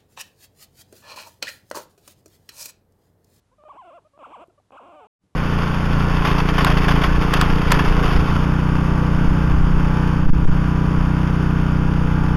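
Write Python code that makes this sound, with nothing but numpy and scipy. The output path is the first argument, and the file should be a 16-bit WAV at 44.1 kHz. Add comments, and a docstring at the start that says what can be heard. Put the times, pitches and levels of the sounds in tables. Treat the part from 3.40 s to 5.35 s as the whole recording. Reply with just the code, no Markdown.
"""Two guinea pigs huddle on a wooden floor, close by, over faint room hiss and hum.
One whimpers softly, then the other complains in three harsh whines. Its voice is a stream of air
pulses ringing in the throat: it breaks into a growl an octave down and leaps into pure squeaks.
Between the whines come more whimpers, brushing fur, tiny ticks and bumps on the boards.
The sound cuts out during the third whine, then the room fades back in with a last soft bump."""
import sys
import numpy as np
from scipy import signal
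from scipy.fft import rfft, irfft, next_fast_len
from scipy.io import wavfile
from scipy.ndimage import uniform_filter1d

SR = 44100
rng = np.random.default_rng(int(sys.argv[2]) if len(sys.argv) > 2 else 0)


def dump_mix(stems):
    """Bounce the given channels to the path in sys.argv[1] as a 16-bit WAV at rate SR."""
    frames = np.atleast_2d(stems).T  # one column per channel
    limited = np.clip(frames, -1, 1)  # hard clip at full scale
    pcm = np.round(limited * 32767).astype(np.int16)
    wavfile.write(sys.argv[1], SR, pcm)


N = 85995
T = np.arange(N) / SR
CUT_S, BACK_S, FADE_S = 1.671, 1.7843, 0.052  # the sound cuts out, comes back, fades in

# how strongly the throat and nose pass each frequency: f/Hz, gain/dB
THROAT = [(100, -35), (210, -5.5), (300, -2.5), (430, -3), (620, 1), (900, 0), (1120, 0), (1380, -10),
          (1600, -14), (1950, -29), (2500, -21), (2850, -23.5), (3350, -31), (3900, -45), (4800, -65.5),
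          (10000, -75.5)]


def whines():
    """Three long complaints, rough where they growl and nearly pure where they leap up."""
    # the tune of each whine: t/s, pitch/Hz, growl (0 = clear, 1 = every second pulse drops out)
    tunes = [
        [(.280, 676, 0.92), (.287, 769, 0.42), (.295, 1064, 0), (.302, 1188, 0), (.315, 1090, 0),
         (.326, 815, 0.13), (.335, 522, 0.93), (.349, 559, 1), (.364, 677, 0.85), (.373, 928, 0),
         (.385, 1129, 0.09), (.396, 1025, 0), (.408, 1022, 0), (.422, 762.3, 0.06), (.441, 668, 0.2),
         (.449, 754, 0.6), (.467, 711.5, 0.53), (.480, 663, 0.62), (.494, 700, 0.26), (.512, 506.4, 0.13),
         (.526, 581.3, 0.45), (.549, 707.2, 0.33), (.570, 676, 0.19), (.596, 380.6, .1)],
        [(.788, 679.2, 0.65), (.799, 621.2, 0.35), (.815, 545, 0.48), (.826, 526.6, 0.91), (.834, 1008, 0),
         (.845, 1438, 0.06), (.857, 1015, 0.04), (.867, 587.1, 0.4), (.873, 447, 0.97), (.897, 582.5, 0.9),
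         (.917, 650.8, 0.98), (.927, 892.3, 0.13), (.936, 1223, 0.14), (.949, 1006, 0), (.965, 652.5, 0.16),
         (.975, 471.4, 0.89), (.987, 464.6, 0.58), (.999, 611.6, 0.6), (1.013, 637.8, 0.95), (1.026, 724.8, .6),
         (1.035, 639, 0.46), (1.041, 499.1, 0.2)],
        [(1.319, 480, 1), (1.334, 551.1, 0.8), (1.350, 510, 0.89), (1.362, 617.4, 0.72), (1.368, 1087, 0),
         (1.378, 1499, 0.03), (1.386, 1233, 0.05), (1.395, 770.2, 0.12), (1.405, 557, 0.34), (1.414, 449, 0.55),
         (1.432, 540, 0.98), (1.447, 543.3, 0.75), (1.472, 760, 0.82), (1.490, 680, 0.97), (1.502, 699, 0.74),
         (1.516, 670.3, 0.53), (1.529, 561.8, 0.89), (1.545, 623.6, .8), (1.556, 631.6, 0.83),
         (1.568, 604, 0.22), (1.596, 583, 0.63), (1.615, 450, 0.21), (1.634, 431, 0.21), (1.647, 396.4, 0.63),
         (1.671, 479, 0.69)],
    ]
    # the loudness of each whine: t/s, level/dB, brightness/dB (more means stronger overtones)
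    effort = [
        [(0.284, -50.5, -15), (0.292, -44.5, -22), (0.316, -41, -26.5), (0.332, -52.5, -14), (0.4, -41.5, -25),
         (0.432, -49.5, -17.5), (0.494, -45.5, -17.5), (0.512, -48.5, -18), (0.572, -45.5, -18.5),
         (0.586, -47.5, -26), (0.596, -61, -16.5)],
        [(0.793, -48.5, -16.5), (0.853, -40.5, -17.5), (0.885, -51, -13), (0.949, -40.5, -16.5),
         (0.979, -47.5, -16.5), (1.021, -43, -15), (1.038, -45.5, -17.5)],
        [(1.323, -49, -9.5), (1.329, -47, -17.5), (1.385, -45, -13), (1.391, -44.5, -28.5),
         (1.411, -47.5, -16.5), (1.635, -48.5, -16.5), (1.668, -53.5, -16)],
    ]
    # unevenness as a share of the pitch, one per whine: it grows as the voice tires
    jitters = [.004, .007, .017]
    attack_s, release_s, growl_jitter = 0.0024, 0.003, 0.028
    pitch, growl = in_time(np.vstack(tunes))
    level_db, bright_db = in_time(np.vstack(effort))
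    spans = [(tune[0][0], tune[-1][0]) for tune in tunes]
    jitter = sum(share * ((T >= start) & (T <= end)) for share, (start, end) in zip(jitters, spans))
    body, overtones, air = voice(pitch, growl, jitter + growl_jitter * growl ** 4)
    sounding = sum(gate(start, end + release_s, attack_s, release_s) for start, end in spans)
    highs = from_db(bright_db - 0.5) * (overtones + from_db(-17.5) * air)
    return sounding * from_db(level_db) * (body + highs)


def voice(pitch, growl, jitter):
    """Pulses and puffs of air ring in the throat. Gives body, hoarse overtones and hiss at level 1."""
    # the tone of the thin air hiss: f/Hz, gain/dB
    air_tone = [(3500, -26.5), (5000, -9), (6500, -5.5), (7400, 1.5), (8400, 1), (9500, -9), (12000, -12)]
    puff_s, split_hz = 0.0014, 1940
    pulses = throat_pulses(pitch, growl, jitter)
    # each pulse lets out a puff of noise that dies away quickly
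    puffs = signal.lfilter([1], [1, -np.exp(-1 / (puff_s * SR))], pulses) * rng.standard_normal(N)
    rasp = colour(puffs, THROAT)
    buzz = signal.sosfilt(signal.butter(2, 130, "high", fs=SR, output="sos"), pulses)
    sound = colour(buzz, THROAT) + from_db(-16) * growl ** 4 * rasp
    overtones = treble(sound, split_hz, order=6)
    body = throat_ring(sound - overtones)
    hoarseness = from_db(-11) + from_db(-10) * growl  # always some noise, more in a growl
    hoarse = evened(overtones) + hoarseness * evened(treble(rasp, split_hz, order=6))
    return evened(body), evened(hoarse), evened(colour(puffs, air_tone))


def throat_pulses(pitch, growl, jitter):
    """One pulse per cycle. A growl weakens every second one, so the voice drops an octave."""
    cycles = np.cumsum(pitch * (1 + jitter * wobble(rate_hz=500))) / SR
    at = np.flatnonzero(np.diff(np.floor(cycles)) > 0)  # the last sample of each cycle
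    every_second = np.arange(len(at)) % 2
    uneven_db = 1.3 * growl[at] ** 2 * rng.standard_normal(N)[at]
    strength = (1 - growl[at] * every_second) * from_db(uneven_db)
    # a pulse falls between two samples, so they share it
    late = (np.ceil(cycles[at]) - cycles[at]) / (cycles[at + 1] - cycles[at])
    pulses = np.zeros(N)
    pulses[at] += strength * (1 - late)
    pulses[at + 1] += strength * late
    return pulses


def throat_ring(x):
    """The throat rings on after each pulse, spreading it in time (allpass filters)."""
    # the bands that the ringing delays: f/Hz, width/Hz
    bands = [(800, 660), (1250, 760)]
    for hz, width_hz in bands:
        decay = np.exp(-np.pi * width_hz / SR)
        feedback = np.array([1, -2 * decay * np.cos(2 * np.pi * hz / SR), decay ** 2])
        x = signal.lfilter(feedback[::-1], feedback, x)
    return x


def throat_catches():
    """The throat snaps open once before each whine starts."""
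    # single throat pulses: t/s, level/dB
    snaps = [(0.2366, -40), (0.7757, -41), (1.3056, -39.5)]
    clicks = np.zeros(N)
    for start, db in snaps:
        clicks[int(start * SR)] = from_db(db)
    click_peak = np.abs(colour(signal.unit_impulse(N), THROAT)).max()
    return throat_ring(colour(clicks, THROAT)) / click_peak


def whimpers():
    """The second animal makes short, clear notes: the same kind of voice with no growl."""
    # soft notes: start/s, length/s, first pitch/Hz, middle pitch/Hz, last pitch/Hz, level/dB
    notes = [(0.113, 0.032, 470, 520.4, 555.7, -63), (.181, .048, 629.3, 573.6, 599.3, -56.5),
             (.224, 0.027, 602, 629, 608, -57), (0.25, .034, 625, 604, 624, -46.5),
             (0.285, 0.031, 597.4, 597, 600, -56.5), (0.647, 0.03, 590, 620, 632, -57),
             (.733, 0.052, 555.3, 566, 662, -58.5), (1.040, 0.019, 712, 727, 640, -62.5),
             (1.096, 0.016, 711, 657.5, 645, -58), (1.176, 0.019, 575, 580.4, 594, -57),
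             (1.535, .12, 785.8, 739, 710, -54)]
    pitch, envelope = np.full(N, 600.), np.zeros(N)
    for start, length, first_hz, middle_hz, last_hz, db in notes:
        glide, = in_time([(start, first_hz), (start + length / 2, middle_hz), (start + length, last_hz)])
        pitch = np.where(T >= start, glide, pitch)
        envelope += from_db(db) * gate(start, start + length, attack_s=0.0042, release_s=0.0042)
    body, overtones, _ = voice(pitch, growl=np.zeros(N), jitter=0.0082)
    return envelope * (body + from_db(-24) * overtones)


def bumps():
    """The floorboards ring briefly with one dull note at each bump."""
    # soft knocks: t/s, level/dB, f/Hz, time to fade by 60 dB/s
    knocks = [(1.0825, -47.5, 370, 0.071), (1.2, -50, 750, .02), (1.842, -58, 296, 0.036),
              (1.838, -59, 184, 0.11)]
    boards = np.zeros(N)
    for start, db, hz, fade_s in knocks:
        age = np.maximum(T - start, 0)
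        boards += from_db(db - 60 * age / fade_s) * np.sin(2 * np.pi * hz * age)
    return boards


def ticks():
    """Tiny bright ticks, each a very short burst of high noise."""
    # noise bursts: t/s, level before the lows are cut/dB
    bursts = [(1.022, -57.5), (1.041, -70), (1.059, -65), (1.074, -57)]
    decay_s = 0.0016
    envelope = sum(from_db(db) * (T >= s) * np.exp(-np.abs(T - s) / decay_s) for s, db in bursts)
    return envelope * treble(rng.standard_normal(N), hz=8500)


def shuffles():
    """Fur brushes against fur between the whines, making a soft, low noise."""
    # brushing movements: start/s, length/s, level/dB
    strokes = [(0.596, 0.061, -67), (1.045, .13, -72)]
    # the tone of rubbing fur: f/Hz, gain/dB
    fur_tone = [(100, -25), (350, 2.5), (700, 3), (1100, -6.5), (1800, -21.5), (6000, -31)]
    edge_s = 0.024
    envelope = sum(from_db(db) * gate(s, s + length, edge_s, edge_s) for s, length, db in strokes)
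    return envelope * rms_one(colour(rng.standard_normal(N), fur_tone))


def room_echo(x):
    """Many reflections from the room blend into a faint, short tail."""
    delay_s, fade_s = 0.0056, 0.2
    tail = rng.standard_normal(N) * from_db(-60 * T / fade_s) * (T > delay_s)
    tail /= np.sqrt(np.sum(tail ** 2))
    return from_db(-20) * signal.fftconvolve(x, tail)[:N]


def background():
    """Room hiss and rumble with mains hum. The hiss is duller once the sound is back."""
    # the tone of the room noise: f/Hz, gain/dB
    hiss_tone = [(22, -20), (50, 4), (100, -1.5), (160, -1.5), (250, -6), (500, -12), (1000, -15),
                 (2000, -23.5), (4000, -25.5), (5000, -28), (8000, -29), (12000, -33.5)]
    hiss = from_db(-68) * rms_one(colour(rng.standard_normal(N), hiss_tone))
    lost_treble = (T > CUT_S) * (1 - from_db(-2)) * treble(hiss, hz=397)
    hum = from_db(-77.5) * np.sqrt(2) * np.sin(2 * np.pi * 100 * T)
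    return hiss - lost_treble + hum


def from_db(db):
    """Turn decibels into a number to multiply by."""
    return 10 ** (np.asarray(db) / 20)


def rms_one(x):
    """Scale a sound so its average level (rms) is 1."""
    return x / np.sqrt(np.mean(x ** 2) + 1e-20)


def evened(x):
    """Hold the level at 1 from moment to moment."""
    power = uniform_filter1d(uniform_filter1d(x ** 2, size=260), size=260)
    return x / np.sqrt(np.abs(power) + 1e-12)


def in_time(rows):
    """Join rows of (time, values) with straight lines: one curve per value column."""
    times, *columns = np.transpose(rows)
    return [np.interp(T, times, column) for column in columns]


def gate(start, end, attack_s, release_s):
    """Fade in, hold and fade out, in straight lines."""
    return np.clip((T - start) / attack_s, 0, 1) * np.clip((end - T) / release_s, 0, 1)


def wobble(rate_hz):
    """A random curve that wanders by about 1 either side of zero."""
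    return np.interp(T * rate_hz, np.arange(N), rng.standard_normal(N))


def treble(x, hz, order=2):
    """Keep the part above a frequency, without delaying it."""
    return signal.sosfiltfilt(signal.butter(order, hz, "high", fs=SR, output="sos"), x)


def colour(x, points):
    """Shape the tone of a sound to follow points of f/Hz, gain/dB."""
    size = 2 * next_fast_len(N)
    hz, db = np.transpose(points)
    grid_hz = np.maximum(np.fft.rfftfreq(size, 1 / SR), 1)
    gain = from_db(np.interp(np.log(grid_hz), np.log(hz), db))
    # make the filter ring only after a sound, never before it (minimum phase)
    cepstrum = irfft(np.log(gain))
    cepstrum[1:size // 2] *= 2
    cepstrum[size // 2 + 1:] = 0
    return irfft(rfft(x, size) * np.exp(rfft(cepstrum)))[:N]


def scene():
    """Both animals in the room, on one channel."""
    animals = whines() + whimpers() + throat_catches() + bumps() + ticks() + shuffles()
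    return (animals + room_echo(animals) + background())[None]


def record(dry):
    """The sound cuts out and fades back in; everything above 12 kHz is removed."""
    cut_out = np.clip((CUT_S - T) / 0.00049, 0, 1)
    fade_in = np.clip((T - BACK_S) / FADE_S, 0, 1) ** 2
    low_pass = signal.ellip(10, .1, 70, 12000, fs=SR, output="sos")
    return signal.sosfilt(low_pass, dry * (cut_out + fade_in))


dry = scene()
out = record(dry)
dump_mix(out)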